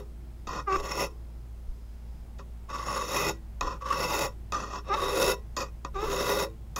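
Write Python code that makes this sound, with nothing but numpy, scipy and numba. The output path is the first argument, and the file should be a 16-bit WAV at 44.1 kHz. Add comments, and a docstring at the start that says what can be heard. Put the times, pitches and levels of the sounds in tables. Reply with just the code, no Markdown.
"""A wet whetstone works along a steel blade over a wooden bench: a push is under way at the start, then
pulls and pushes take turns. Grit ticks excite the modes of blade and stone; knocks ring them as stone meets
blade, and stick-slip makes a squeak early in the second, fifth and sixth pushes. Low thuds are windowed sines.
Throughout, a motor hums in wavering sine lines over distant outdoor noise, built from filtered bands,
and a faint insect, a narrow band of noise that comes and goes."""
import sys
import numpy as np
from scipy import signal
from scipy.io import wavfile
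from scipy.ndimage import uniform_filter1d
from numba import njit

SR = 44100
rng = np.random.default_rng(int(sys.argv[2]) if len(sys.argv) > 2 else 0)


def to_wav(s):
    """Save 16-bit WAV."""
    ch = np.atleast_2d(s).T  # columns
    pcm = np.round(np.clip(ch, -1, 1) * 32767)  # PCM
    wavfile.write(sys.argv[1], SR, pcm.astype(np.int16))


N = 299439
T = np.arange(N) / SR


def undb(db):
    """Level: decibels to amplitude ratio."""
    return 10 ** (np.asarray(db) / 20)


def unit(x):
    """Normalisation to unit root-mean-square amplitude."""
    return x / np.sqrt(np.mean(x ** 2))


@njit
def svf(x, hz, width):
    """Resonance: a state-variable band-pass with gain 1 at the centre; width [Hz] sets its damping."""
    y, band, low = np.empty(len(x)), 0., 0.
    g = np.tan(np.pi * hz / SR)
    damping = 2 * np.pi * width / SR / np.sin(2 * np.pi * hz / SR)
    for i in range(len(x)):
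        v = (band + g * (x[i] + 1e-18 - low)) / (1 + g * (g + damping))
        band, low = 2 * v - band, low + 2 * g * v
        y[i] = damping * v
    return y


def walk(rate):
    """Slow random modulation: levels held 1 / rate s and slewed twice, with spread near 1."""
    hold = int(SR / rate)
    steps = np.repeat(rng.standard_normal(N // hold + 1), hold)
    return 1.307 * uniform_filter1d(uniform_filter1d(steps, hold), hold)[:N]


def lay(tables):
    """Linear interpolation of table columns on the time axis, with a gate that is open inside each table."""
    rows = np.concatenate(tables)
    gate = sum((T >= t[0][0]) & (T <= t[-1][0]) for t in tables)
    return np.clip(gate, 0, 1), [np.interp(T, rows[:, 0], column) for column in rows.T[1:]]


def grit(scatter_db, judder_db):
    """Random excitation: dense ticks of grain on steel at three spots, which judder together."""
    size = np.minimum(rng.exponential(size=(3, N)), 5)
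    ticks = rng.standard_normal((3, N)) * undb(scatter_db * size)
    judder = undb(judder_db * walk(60) + 1.31 * judder_db * walk(400))
    return unit(ticks * judder)


def colour_db(hz, mode_db, ring_db, sing_db, body_db, bench_db, stone_db, speed_db):
    """Modal coupling: grip sets how low resonances speak; a fast stroke tilts the top modes up."""
    if 350 < hz < 450:
        return bench_db
    if 450 < hz < 650:
        return stone_db
    if 1080 < hz < 1180:
        return sing_db
    if 3600 < hz < 3900:
        return mode_db
    if hz < 2200:
        return body_db * np.clip(np.log(2400 / hz) / np.log(1.7), 0, 1)
    tilt = np.clip(np.log(hz / 5500) / np.log(1.9), 0, 1)
    return ring_db * (5000 < hz < 7000) + (speed_db + 6.5) * tilt


# modes of blade and stone:
# (frequency [Hz], width [Hz], pushed level [relative dB], pulled level [relative dB])
BLADE_MODES = [(160, 80, -14, -14), (300, 50, -16, -12), (405, 16, 6, 4), (503, 25, 2, 0), (548, 30, 0, 2),
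               (870, 60, -12, -14), (985, 20, -4, -8), (1015, 45, -12, -3), (1130, 30, 3, 0),
               (1220, 50, -8, -2), (1425, 45, -11, -10), (1890, 54, -18, -9), (2000, 70, -10, -16),
               (2500, 40, -13, -5), (2635, 60, -9, -10), (3350, 60, -24, -16), (3740, 80, -12, -14),
               (4400, 70, -22, -14), (4870, 100, -20, -12), (5445, 55, -7, -5), (6020, 65, -17, -6),
               (6770, 100, -12, -5), (7450, 150, -22, -18), (8250, 250, -27, -22), (10000, 450, -20, -19),
               (11080, 80, -16, -20), (12050, 70, -16, -10), (13150, 200, -26, -21), (14000, 130, -23, -25),
               (14700, 100, -28, -26), (15550, 140, -25, -28)]
# broad hiss of the grit itself: (centre [Hz], width [Hz], level [relative dB])
GRIT_RASP = [(155, 85, -15.5), (650, 200, -18), (1950, 810, -31.5), (4580, 810, -31.5), (12700, 3400, -34)]
# free end of the blade and the bench, undamped by the stone:
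# (frequency [Hz], width [Hz], level [relative dB])
FREE_MODES = [(329, 4.9, -7.5), (444, 5.5, -6.5), (573.7, 30, -4), (1060, 6.2, -16.5), (1380, 19, -16),
              (1937, 8.6, -16), (2390, 5.6, -29), (3230, 10, -41), (5470, 24, -15), (5990, 24, -13)]
# short swells (+) and dips (-) of the rubbing pressure: (centre time [s], length [s], pressure change [dB])
PRESSURE_SWELLS = [(0.749, 0.042, 11), (.82, .016, -12), (.89, .05, -5), (.915, .012, 6), (2.755, .016, 5),
                   (2.851, 0.018, -5.5), (3.07, .14, -4), (3.167, 0.0093, 5.5), (3.28, .02, 4),
                   (3.838, .035, -12), (3.89, .05, 2), (3.99, .03, 4), (4.55, .13, 10), (4.763, 0.025, 3),
                   (4.942, .03, 7), (5.24, .04, 4)]
# stick-slip squeaks: (start [s], length [s], then first and last of each:
#   slip rate [Hz, Hz], level [relative dB, dB], roughness [0-1, 0-1],
#   first partial [dB, dB], second partial [dB, dB])
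STICK_SLIPS = [(.662, .102, 388, 375.3, -35, -38, .15, .55, 3.5, 7, 4, -4),
               (4.887, 0.063, 384.7, 450, -35, -33.5, 0.06, 0.1, 6, -9, 5, 14),
               (5.94, 0.1147, 377.7, 445, -42, -49, .08, .15, 9, 22, 6, 15)]
SQUEAK_HUSH_DB = -5  # a squeaking stone stirs the low modes less with its grit
GAP_HZ = 8700  # parts the low family of modes from the top one


def strokes(tables, column, drive):
    """Forced vibration: grit under pressure rings the blade; where the stone sits decides which modes speak."""
    gate, (pressure_db, speed_db, *grip_db) = lay(tables)
    for centre, length, db in PRESSURE_SWELLS:
        pressure_db = pressure_db + db * np.exp(-(2 * (T - centre) / length) ** 2)
    squeaking = 1. * sum((T > s) & (T < s + length) for s, length, *_ in STICK_SLIPS)
    hush_db = SQUEAK_HUSH_DB * uniform_filter1d(squeaking, size=600)
    # singing, body, bench and stone modes
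    grip_db[2:] = [db + hush_db for db in grip_db[2:]]
    force = drive * uniform_filter1d(gate * undb(pressure_db + 23.5), size=40)
    low, top = 0, 0
    modes = [(m[0], m[1], m[column]) for m in BLADE_MODES] + list(GRIT_RASP)
    for k, (hz, width, db) in enumerate(modes):
        # the contact wanders, so each mode swells and fades a little
        gain = undb(db + colour_db(hz, *grip_db, speed_db) + 2.0 * walk(7))
        # neighbouring modes take different spots; the sign alternates every three
        ring = (-1) ** (k // 3) * svf(force[k % 3] * gain, 1. * hz, 1. * width)
        if hz < GAP_HZ:
            low = low + ring
        else:
            top = top + ring
    low = low + sum(undb(db) * svf(force[0], 1. * hz, 1. * width) for hz, width, db in FREE_MODES)
    # little is radiated in the gap between the two families of modes
    below_gap = signal.butter(4, GAP_HZ - 900, fs=SR, output="sos")
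    above_gap = signal.butter(4, GAP_HZ + 600, "high", fs=SR, output="sos")
    return signal.sosfilt(below_gap, low) + signal.sosfilt(above_gap, top)


# pushes: (start [s], bite [s], singing fades [s], full pressure [s], lift [s],
#   pressure at bite, full and lift [relative dB x 3], first and full treble [relative dB x 2],
#   3.7 kHz mode [dB], 5-7 kHz modes [dB], singing mode early and late [dB x 2],
#   then at bite and at full pressure: body [dB x 2], bench [dB x 2], stone [dB x 2])
PUSH_STROKES = [(-.4, -.38, -.3, -.2, -.015, -45, -44, -44, -8, -6, 2, 0, -10, -10, 8, 9, 0, 3, 5, 2),
                (.66, .68, .88, .995, 1.048, -49, -34, -32, -26, -12, -5, 1, 2.5, -14, 4, 0.5, 4, -10, -4, -7),
                (2.68, 2.695, 3.0, 3.2, 3.296, -49, -31, -30, -18, -11, 0, 1, 9, -7, 6, 1, -26, -9, -6, -5),
                (3.803, 3.818, 3.93, 4.19, 4.255, -46, -32, -31, -16, -9, -1, 0, 14, -8, 7, 2, -6.5, -9, 2, -7),
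                (4.829, 4.89, 5.03, 5.22, 5.322, -46.5, -32, -32, -32, -8, 3, -2, 6.5, -8, 7, -1, 0, 3, 2, 1),
                (5.934, 5.96, 6.1, 6.28, 6.44, -46, -32, -34, -22, -8, 4, 0, 3, -3, 6, 1, 6, -3, -2, 3)]
# change as the stone lifts, when the lowest modes linger, one value [dB] each for:
# (3.7 kHz mode, 5-7 kHz modes, singing mode, body, bench, stone)
LIFT_LINGER_DB = np.array([0, 0, -3, 3, 8, 8])
TOUCH_DB = -25.5  # first touch, below the pressure that follows
LIFT_S, LIFT_DB, TRAIL_S, TRAIL_DB = .04, -27, .04, -12  # the stone leaves the edge, then trails off
BRIGHTEN_S, STILL_DULL_DB = .1, -3  # treble comes up fast with the speed, the rest of the way slowly
SING_FADE_S = .1


def push(start, bite, fades, full, lift, first_db, full_db, lift_db, first_treble, treble,
         mode_db, ring_db, early_db, late_db, *low):
    """Contact loading: bite, steady build-up, hold and quick lift; the modes shift as the stone travels."""
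    off, end = lift + LIFT_S, lift + LIFT_S + TRAIL_S
    t = np.sort([start, bite, bite + BRIGHTEN_S, fades, fades + SING_FADE_S, full, lift, off, end])
    off_db = lift_db + LIFT_DB
    pressure = np.interp(t, [start, bite, full, lift, off, end],
                         [first_db + TOUCH_DB, first_db, full_db, lift_db, off_db, off_db + TRAIL_DB])
    speed = np.interp(t, [bite, bite + BRIGHTEN_S, full], [first_treble, treble + STILL_DULL_DB, treble])
    singing = np.interp(t, [fades, fades + SING_FADE_S], [early_db, late_db])
    modes = [mode_db + 0 * t, ring_db + 0 * t, singing]
    modes += [np.interp(t, [bite, full], pair) for pair in np.reshape(low, (3, 2))]
    modes = np.array(modes) + np.outer(LIFT_LINGER_DB, np.interp(t, [lift, off], [0, 1]))
    return np.column_stack([t, pressure, speed, *modes])


# pulls and light touches: (landing [s], lift [s], silent [s], first and last pressure [relative dB x 2],
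#   treble [relative dB], 3.7 kHz mode [dB], 5-7 kHz modes [dB], singing mode [dB],
#   body [dB], bench [dB], stone [dB])
PULL_STROKES = [(.471, .595, .65, -46, -47, -23, 0, 0, -5, 9.5, -18, -4),
                (2.39, 2.396, 2.43, -52, -52, -23, 3, 0, 12.5, 12, 6.5, 4),
                (3.61, 3.73, 3.79, -46, -50, -20, 3, 0, 8, 12.5, 0, 5.5),
                (4.523, 4.785, 4.825, -53, -49, -22, 0, 0, 3, 7, -5.5, -4.5),
                (5.566, 5.625, 5.70, -37, -40.5, -18, 2, 0, 4, 3.5, -12, -2),
                (5.848, 5.852, 5.89, -45, -48, -34, 3, 0, 6, 14, -4, 5.5),
                (6.761, 6.8, 6.85, -40, -44, -8, 3, 0, 4, 4, -10, -12)]
LAND_S, FADE_DB = .002, -30.5  # rise of a landing; drop at the end of a pull


def pull(land, lift, silent, first_db, last_db, treble, *tone):
    """Contact loading: the stone lands at once, drags lightly and fades off the edge."""
    return [(land - LAND_S, first_db + TOUCH_DB, treble, *tone),
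            (land, first_db, treble, *tone),
            (lift, last_db, treble, *tone),
            (silent, last_db + FADE_DB, treble, *np.add(tone, LIFT_LINGER_DB))]


# stone meets blade: (onset [s], peak level [dB], treble [relative dB])
STONE_KNOCKS = [(0.47, -31.5, -23), (2.385, -46, -2), (2.693, -39, -25), (2.783, -34, -16),
                (2.864, -33, -16), (3.609, -16.5, -20), (3.819, -40, -26), (4.521, -22, -18),
                (4.732, -32, -24), (5.226, -16.5, -11), (5.565, -25, -6), (5.847, -25.5, -21),
                (6.76, -25.5, -1)]


def knocks():
    """Impulse response: a short hard push and a crack of grit ring the same modes, damped by the hand."""
    out = np.zeros(N)
    t = np.arange(6000) / SR
    for onset, peak_db, treble_db in STONE_KNOCKS:
        crack = np.exp(-t / 0.0016) * rng.standard_normal(len(t)) * np.minimum(t / 0.00062, 1)
        blow = 4 * np.exp(-((t - .0015) / 0.0001) ** 2) + crack
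        ring = 0
        for k, (hz, width, _, db) in enumerate(BLADE_MODES):
            level_db = db + (treble_db + 26.5) * (hz > 3000) - 10.8 * (hz < 650) - 16 * (hz > 7200)
            # doubled width: the hand's damping
            ring = ring + (-1) ** k * undb(level_db) * svf(blow, 1. * hz, 2.0 * width)
        i = int(onset * SR)
        out[i:i + len(t)] += (undb(peak_db) * ring / np.abs(ring).max())[:N - i]
    return out


SETTLE_S, SETTLE_SHARP, SETTLE_DB = 0.0201, .13, -21  # starts sharp (fraction of the slip rate) and soft
BREAK_S, BREAK_DB = .022, -25


def squeak(start, length, *pairs):
    """Stick-slip onset and release: the slip rate starts sharp, settles and glides; the level breaks off."""
    (hz, db, *first), (end_hz, end_db, *last) = pairs[0::2], pairs[1::2]
    end = start + length
    return [(start, hz * (1 + SETTLE_SHARP), db + SETTLE_DB, *first),
            (start + SETTLE_S, hz, db, *first),
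            (end, end_hz, end_db, *last),
            (end + BREAK_S, end_hz, end_db + BREAK_DB, *last)]


# resonances that colour a squeak, each passed twice:
# (frequency [Hz], width of one pass [Hz], level [relative dB])
SQUEAK_MODES = [(370, 137, -2), (800, 124, -3), (1208, 285, 8.5), (1550, 580, -8), (2000, 190, -11)]


def squeaks():
    """Stick-slip: the wet stone sticks and slips nearly periodically; its harmonics ring the blade."""
    gate, (hz, db, rough, first_db, second_db) = lay([squeak(*row) for row in STICK_SLIPS])
    phase = 2 * np.pi * np.cumsum(hz * (1 + .1 * rough * walk(300))) / SR
    slips = undb(first_db) * np.cos(phase) + undb(second_db) * np.cos(2 * phase)
    slips = slips + sum(np.cos(k * phase) for k in range(3, 8))
    slips = slips * undb((1.5 + 8 * rough) * walk(250))
    ring = 0
    for f, width, mode_db in SQUEAK_MODES:
        once = svf(slips, 1. * f, 1. 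* width)
        ring = ring + undb(mode_db) * svf(once, 1. * f, 1. * width)
    return np.sqrt(2) * ring * gate * undb(db)


# low thuds through the bench: (centre time [s], frequency [Hz], envelope peak [dB], length [s])
BENCH_THUDS = [(0.486, 15, -43, 0.088), (0.796, 20, -29.5, 0.066), (1.702, 26, -27, 0.041),
               (3.652, 34, -30.5, 0.081), (5.29, 27, -34, 0.083), (5.975, 35, -34, .1),
               (6.097, 22, -32, 0.11)]


def thuds():
    """Heavily damped oscillation: the bench rocks briefly, a sine under a bell-shaped envelope."""
    out = np.zeros(N)
    for centre, hz, db, length in BENCH_THUDS:
        envelope = undb(db) * np.exp(-(2 * (T - centre) / length) ** 2)
        out += envelope * np.sin(2 * np.pi * hz * (T - centre))
    return out


# motor lines: (mean frequency [Hz], mean level [dB rms])
MOTOR_LINES = [(57, -42), (114.5, -61), (172, -66.5), (228, -62.5), (342, -71)]


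def hum():
    """Rotational line spectrum: motor lines waver together in pitch and separately in level."""
    turn = np.cumsum(1 + 0.01208 * walk(6.6)) / SR
    out = 0
    for hz, db in MOTOR_LINES:
        level = np.sqrt(2) * undb(db + 0.46 * walk(3.29))
        out = out + level * np.sin(2 * np.pi * (hz * turn + rng.random()))
    return out


# spectrum of the distant noise: (frequency [Hz], density [relative dB per Hz])
NOISE_SPECTRUM = [(8.8, -39), (15, -8.5), (60, -15), (81, -19), (118, -17.5), (144, -26.5), (230, -30),
                  (258, -40.5), (345, -28.5), (436, -37), (825, -38), (982, -43.5), (15500, -67)]
# swells of the distant bass, 100-400 Hz: (time [s], level change [dB])
BASS_SWELLS = [(0, 0.5), (1.1, 2.5), (1.5, -1.5), (1.8, -0.5), (2.3, 1.5), (4.4, 1.5), (6.79, 1.5)]
# insect band: (time [s], level [dB])
INSECT_LEVELS = [(0, -101), (.4, -80), (1.4, -80), (1.55, -95), (1.7, -78), (2.2, -77), (2.4, -90.5),
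                 (6.79, -91)]
OUTDOORS_DB = -47.5  # rms of the whole distant noise, without the insect


def outdoors():
    """Band-filtered noise: distant third-octave bands, the bass flickering most, and a thin insect band."""
    spectrum, out = np.array(NOISE_SPECTRUM), 0
    swell_db = np.interp(T, *np.transpose(BASS_SWELLS))
    for hz in 16 * 2 ** np.arange(0, 9.5, 1 / 3):
        flicker_db = (2.5 if hz < 400 else .8) * walk(5)
        db = np.interp(np.log(hz), np.log(spectrum[:, 0]), spectrum[:, 1]) + flicker_db
        db = db + swell_db * (100 < hz < 400)
        once = svf(rng.standard_normal(N), hz, hz / 3)
        out = out + undb(db) * svf(once, hz, hz / 3)
    insect = unit(svf(rng.standard_normal(N), 5050.0, 240.0))
    insect = insect * undb(np.interp(T, *np.transpose(INSECT_LEVELS)))
    return unit(out) * undb(OUTDOORS_DB) + insect


def scene():
    """Superposition: all sources add; pushes and pulls share one stream of grit."""
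    drive = grit(scatter_db=2.0, judder_db=1.55)
    pushed = strokes([push(*row) for row in PUSH_STROKES], column=2, drive=drive)
    pulled = strokes([pull(*row) for row in PULL_STROKES], column=3, drive=drive)
    return (pushed + pulled + knocks() + squeaks() + thuds() + hum() + outdoors())[None]


HISS_DB = -69.5  # rms before the low-pass
TOP_HZ = 15740


def record(dry):
    """Self-noise and band limit: the microphone hisses faintly and a steep low-pass cuts the top."""
    hiss = undb(HISS_DB) * rng.standard_normal(dry.shape)
    low_pass = signal.ellip(10, .2, 80, TOP_HZ, fs=SR, output="sos")
    return signal.sosfilt(low_pass, dry + hiss)


dry = scene()
out = record(dry)
to_wav(out)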